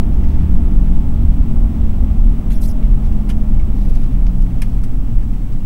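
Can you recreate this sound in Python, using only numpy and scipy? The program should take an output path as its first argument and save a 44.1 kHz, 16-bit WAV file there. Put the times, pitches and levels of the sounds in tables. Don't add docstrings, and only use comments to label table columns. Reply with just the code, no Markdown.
import sys
import numpy as np
from scipy import signal
from scipy.fft import rfft, irfft
from scipy.io import wavfile
from scipy.ndimage import uniform_filter1d, minimum_filter1d

SR = 44100
rng = np.random.default_rng(int(sys.argv[2]) if len(sys.argv) > 2 else 0)


def master_out(mix):
    frames = np.transpose(np.atleast_2d(mix))
    ceiling = np.clip(frames, -1, 1)
    pcm = np.round(ceiling * 32767).astype(np.int16)
    wavfile.write(sys.argv[1], SR, pcm)


N = 249165
TIME = np.arange(N) / SR
TOP_HZ = 15900

# (time [s], crankshaft speed [Hz])
SLOWDOWN = [(0, 46.85), (1.4, 45.0), (3.62, 41.0), (5.65, 28.7)]
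CRANK_HZ = np.interp(TIME, *np.transpose(SLOWDOWN))
SPEED = CRANK_HZ / CRANK_HZ[0]


def road(rumble_db=-10, boom_db=-16.5, roar_db=-38.5, tread_db=-51):
    # (frequency [Hz], relative level [dB])
    body_rumble = [(6, -0.5), (14, 4.5), (24, -3), (36, 2.5), (48, -10), (66, -17.5), (96, -25.5),
                   (120, -16), (158, -23.5), (200, -21.5), (265, -23.5), (310, -31.5), (450, -55.5),
                   (1500, -110)]
    wheel_boom = [(15, -70), (38, -8.5), (50, -2), (72, -0.5), (100, -18.5), (300, -85)]
    tyre_roar = [(200, 0.5), (340, 6), (430, 3.5), (520, 0), (620, 0.5), (820, -1), (1020, -7),
                 (1280, -8.5), (1600, -21.5), (6000, -96)]
    tread_hiss = [(300, 8), (1500, 6.5), (2100, 6.5), (2900, 4), (3500, 1), (4200, -7.5), (5600, -17),
                  (7000, -23), (15000, -57)]
    surface = walk(16)
    body = noise(body_rumble) * undb(rumble_db) * SPEED ** .71
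    wheels = noise(wheel_boom) * undb(boom_db) * SPEED ** 4.5
    tyres = noise(tyre_roar) * undb(roar_db + .5 * surface) * SPEED ** 1.29
    tread = noise(tread_hiss) * undb(tread_db + .9 * walk(24.78)) * SPEED ** .81
    return body + wheels + tyres + tread


def bumps(spread=1.8):
    # (middle [s], length [s], level [dB], body shake [Hz])
    stretches = [(.41, .25, -22, 122), (.5, .55, -17, 58), (.83, .2, -11, 30), (1.01, .14, -15, 62),
                 (1.215, .16, -8.5, 63), (1.3, .3, -8.5, 27), (1.51, .18, -23, 135), (1.65, .25, -12, 28),
                 (2.02, .08, -42, 520), (2.05, .25, -16, 60), (2.2, .45, -8, 32), (2.92, .4, -12.5, 33),
                 (3.895, .08, -39, 410), (3.93, .38, -9, 27), (4.43, .2, -14, 28), (5.17, .16, -13, 32),
                 (5.25, .2, -17, 56), (5.47, .2, -11.5, 26), (5.6, .16, -24, 112)]
    out = 0
    for middle, length, db, hz in stretches:
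        band = [(hz / spread ** 2, -60), (hz / spread, -14), (hz, 0),
                (hz * spread, -20), (hz * spread ** 3, -100)]
        out = out + noise(band) * undb(db) * swell(middle, length)
    return out


def engine(waver_db=2.0, flutter_db=2.5, wander=.00699):
    # (multiple of crankshaft speed, level at full speed on a 0 dB resonance [dB], power of speed)
    orders = [(3, -32, 2), (3.25, -37.5, -3.2), (4, -29, 3.5), (5, -29, 0), (6, -39, 0), (7, -46, -1.5),
              (8, -47, 1), (14.55, -51, 1.5), (19.3, -51, 3)]
    # (centre [Hz], width [Hz], peak [dB])
    modes = [(113.4, 20, 1.5), (124.9, 4.3, 3.5), (135, 11.5, -0.5), (173.8, 6.3, -4.5), (185.7, 26.6, 0),
             (209.1, 13.7, 3), (222.4, 17.7, -0.5), (268.3, 17, 0), (349, 125, 0), (615, 77, -1),
             (774, 230, -5.5), (890, 28, -2)]
    crank_angle = 2 * np.pi * np.cumsum(CRANK_HZ * (1 + wander * walk(14))) / SR
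    out = 0
    for order, db, power in orders:
        mode_gains = [undb(peak) * resonance(order * CRANK_HZ, hz, width) for hz, width, peak in modes]
        cabin_gain = np.linalg.norm(mode_gains, axis=0)
        level_db = db + waver_db * walk(7.4) + flutter_db * walk(35)
        tone = np.sqrt(2) * np.sin(order * crank_angle + 2 * np.pi * rng.random())
        out = out + tone * cabin_gain * SPEED ** power * undb(level_db)
    return out


def squeaks(release_s=.01, chatter_db=2.3, second_contact_db=-4.5):
    # (start [s], length [s], attack [s], level [dB], tilt [dB/octave],
    # scrape against tone [dB], unsteadiness of slip [0-1], second contact's rate against the first [ratio])
    strokes = [(2.502, .042, .004, -46.5, -1, 0, .13, 1.2), (2.549, .032, .008, -50.5, -.5, -6, .04, .97),
               (2.607, .056, .024, -40.8, .4, -8, .08, 1.36),
               (2.672, .044, .002, -41.6, -1.3, -8, .065, 1.16)]
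    # (time [s], slip rate [Hz])
    slip_rate = [(2.502, 1000), (2.535, 3100), (2.555, 5600), (2.574, 5800), (2.582, 6700), (2.607, 13500),
                 (2.611, 8800), (2.618, 5400), (2.63, 4100), (2.645, 4300), (2.66, 5200), (2.671, 5300),
                 (2.673, 10500), (2.677, 7500), (2.69, 5800), (2.702, 4950), (2.725, 5100)]
    # (frequency [Hz], gain [dB])
    plastic = [(600, -17), (1700, 4), (3300, 2), (4400, -3), (5800, -.5), (7000, -4), (8200, 2.5),
               (9200, -4), (10400, 2), (11800, -3), (13500, 2.5), (14500, -5), (16000, -7)]
    scrape_band = [(1500, -4), (5000, -4), (8000, -3), (10500, 1), (13500, 1), (15000, -2), (18000, -30)]
    glide_hz = np.interp(TIME, *np.transpose(slip_rate))
    second_gain = undb(second_contact_db)
    out = 0
    for start, length, attack, db, tilt_db, scrape_db, rough, ratio in strokes:
        age = TIME - start
        contact = np.clip(np.minimum(age / attack, .5 + (length - age) / release_s), 0, 1)
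        first = stick_slip(glide_hz, rough)
        second = second_gain * stick_slip(glide_hz * ratio, rough)
        tone = (first + second) / np.hypot(1, second_gain)
        grip = np.sqrt(contact) * undb(db + chatter_db * walk(300))
        scrape = noise(scrape_band) * undb(scrape_db)
        out = out + grip * colour(tone + scrape, plastic, tilt_db)
    return cabin(out, t60=.04, wet_db=-5)


def stick_slip(hz, rough):
    phase = 2 * np.pi * np.cumsum(hz * (1 + rough * walk(2200))) / SR
    audible = [k * hz < TOP_HZ for k in range(1, 4)]
    tone = sum(on * np.sin(k * phase) for k, on in enumerate(audible, 1))
    return tone / np.sqrt(np.maximum(sum(audible), 1) / 2)


def ticks(attack_s=.001):
    # (time [s], level with the energy spread over 10 ms [dB], tilt [dB/octave],
    # decay [s], ring [Hz], ring strength [dB], top of the treble [Hz])
    contacts = [(2.826, -46, -5, .008, 2400, 6, 6000), (3.123, -50, 0, .005, 2800, 4, 11000),
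                (3.291, -38.5, 0, .009, 3000, 4, 12500), (3.299, -35, -1.2, .011, 3150, 5, 15500),
                (3.594, -44.5, -2, .012, 2300, 8, 6000), (4.266, -43, -1, .004, 5300, 7, 5800),
                (4.42, -50, 3, .006, 2800, 4, 14000), (4.463, -49, -3, .004, 1900, 4, 6000),
                (4.6185, -31, .2, .0068, 2450, 3.5, 14500), (4.836, -41.5, 1.5, .009, 1200, 8, 15500),
                (5.335, -50.5, -2, .004, 2400, 6, 14000), (5.523, -52, 2, .003, 2800, 4, 8000)]
    # (frequency [Hz], relative level [dB])
    plastic = [(200, -40), (700, -6), (1150, 4), (1650, 0), (2100, 3), (3000, 1), (4100, -6.5), (5700, -2),
               (7200, -11), (8400, -4), (9400, -9.5), (10600, -4), (12000, -9), (13200, -8.5), (14500, -17),
               (15800, -18)]
    out = np.zeros(N)
    t = TIME[:SR // 10]
    lead = SR // 200
    for time, db, tilt_db, decay_s, ring_hz, ring_db, top_hz in contacts:
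        slips = rng.standard_normal(len(t)) * np.minimum(t / attack_s, 1) * np.exp(-t / decay_s)
        click = colour(np.roll(slips, lead), plastic, tilt_db)
        part = [(ring_hz / 1.3, 0), (ring_hz, ring_db), (ring_hz * 1.3, 0),
                (top_hz, 0), (top_hz * 1.2, -16)]
        start = int(time * SR) - lead
        out[start:start + len(t)] += unit(colour(click, part)) / np.sqrt(10) * undb(db)
    return cabin(out, t60=.07, wet_db=-6)


def rustle(grain_db=3.5):
    # (middle [s], length [s], level [dB], tilt [dB/octave])
    swells = [(.138, .035, -54, -3), (.245, .035, -49.5, -11), (.3, .13, -54.5, -7), (.41, .2, -51.5, -13),
              (3.06, .08, -56.5, -3), (3.8, .12, -57, -3), (3.89, .3, -58, 0), (3.965, .05, -53, -3),
              (4.035, .1, -56, -3), (4.125, .04, -57, -3), (4.53, .1, -58, -11), (4.68, .3, -61, -1),
              (5.225, .05, -55.5, -10)]
    # (frequency [Hz], relative level [dB])
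    spectrum = [(500, -30), (2000, 2), (4000, 1), (6000, 1), (7200, -7), (9000, -5), (11000, -1),
                (13500, -4), (14800, -16), (16000, -30)]
    grains = rng.standard_normal(N) * undb(grain_db * walk(300) + walk(38))
    return sum(unit(colour(grains, spectrum, tilt_db)) * undb(db) * swell(middle, length)
               for middle, length, db, tilt_db in swells)


def cabin(dry, t60, wet_db):
    t = TIME[:SR // 5]
    tail = rng.standard_normal(len(t)) * np.exp(-np.log(1000) * t / t60) * (t > .001)
    echoes = signal.fftconvolve(dry, tail / np.linalg.norm(tail))[:N]
    return (dry + undb(wet_db) * echoes) / np.hypot(1, undb(wet_db))


def microphone(hiss_db=-56):
    # (frequency [Hz], relative level [dB])
    hiss = [(1000, 2.5), (4500, 0.4), (5700, 2), (7000, -0.5), (8200, 0.4), (9300, -0.6), (10600, 0.6),
            (13300, -2.3), (14500, -1.5), (15800, -0.1)]
    # (frequency [Hz], level [dB])
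    tones = [(7881, -71), (11989, -73), (15406, -78), (15466, -79), (15703, -69)]
    whine = sum(np.sqrt(2) * undb(db) * np.sin(2 * np.pi * hz * TIME) for hz, db in tones)
    return noise(hiss) * undb(hiss_db) + whine


def undb(db):
    return 10 ** (np.asarray(db) / 20)


def unit(x):
    return x / np.sqrt(np.mean(x ** 2) + 1e-20)


def colour(x, spectrum, tilt_db=0):
    hz, db = np.transpose(spectrum)
    octave = np.log2(np.maximum(np.fft.rfftfreq(len(x), 1 / SR), 1))
    slope = tilt_db * np.clip(octave - np.log2(3000), -2, 2)
    return irfft(rfft(x) * undb(np.interp(octave, np.log2(hz), db) + slope), len(x))


def noise(spectrum):
    return unit(colour(rng.standard_normal(N), spectrum))


def walk(rate):
    hold = max(int(SR / rate), 1)
    held = np.repeat(rng.standard_normal(N // hold + 1), hold)
    return 1.226 * uniform_filter1d(uniform_filter1d(held, hold), hold)[:N]


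def swell(middle, length):
    return np.cos(np.pi * np.clip((TIME - middle) / length, -.5, .5))


def resonance(hz, centre, width):
    return 1 / (1 + (2 * (hz - centre) / width) ** 2)


def scene():
    return (engine() + road() + bumps() + rustle() + ticks() + squeaks() + microphone())[None]


def record(dry):
    hold = SR // 200
    safe_gain = minimum_filter1d(1 / np.maximum(np.abs(dry), 1), 2 * hold)
    gain = uniform_filter1d(uniform_filter1d(safe_gain, hold), hold)
    lowpass = signal.ellip(14, .1, 80, TOP_HZ, fs=SR, output="sos")
    return signal.sosfilt(lowpass, dry * gain)


dry = scene()
out = record(dry)
master_out(out)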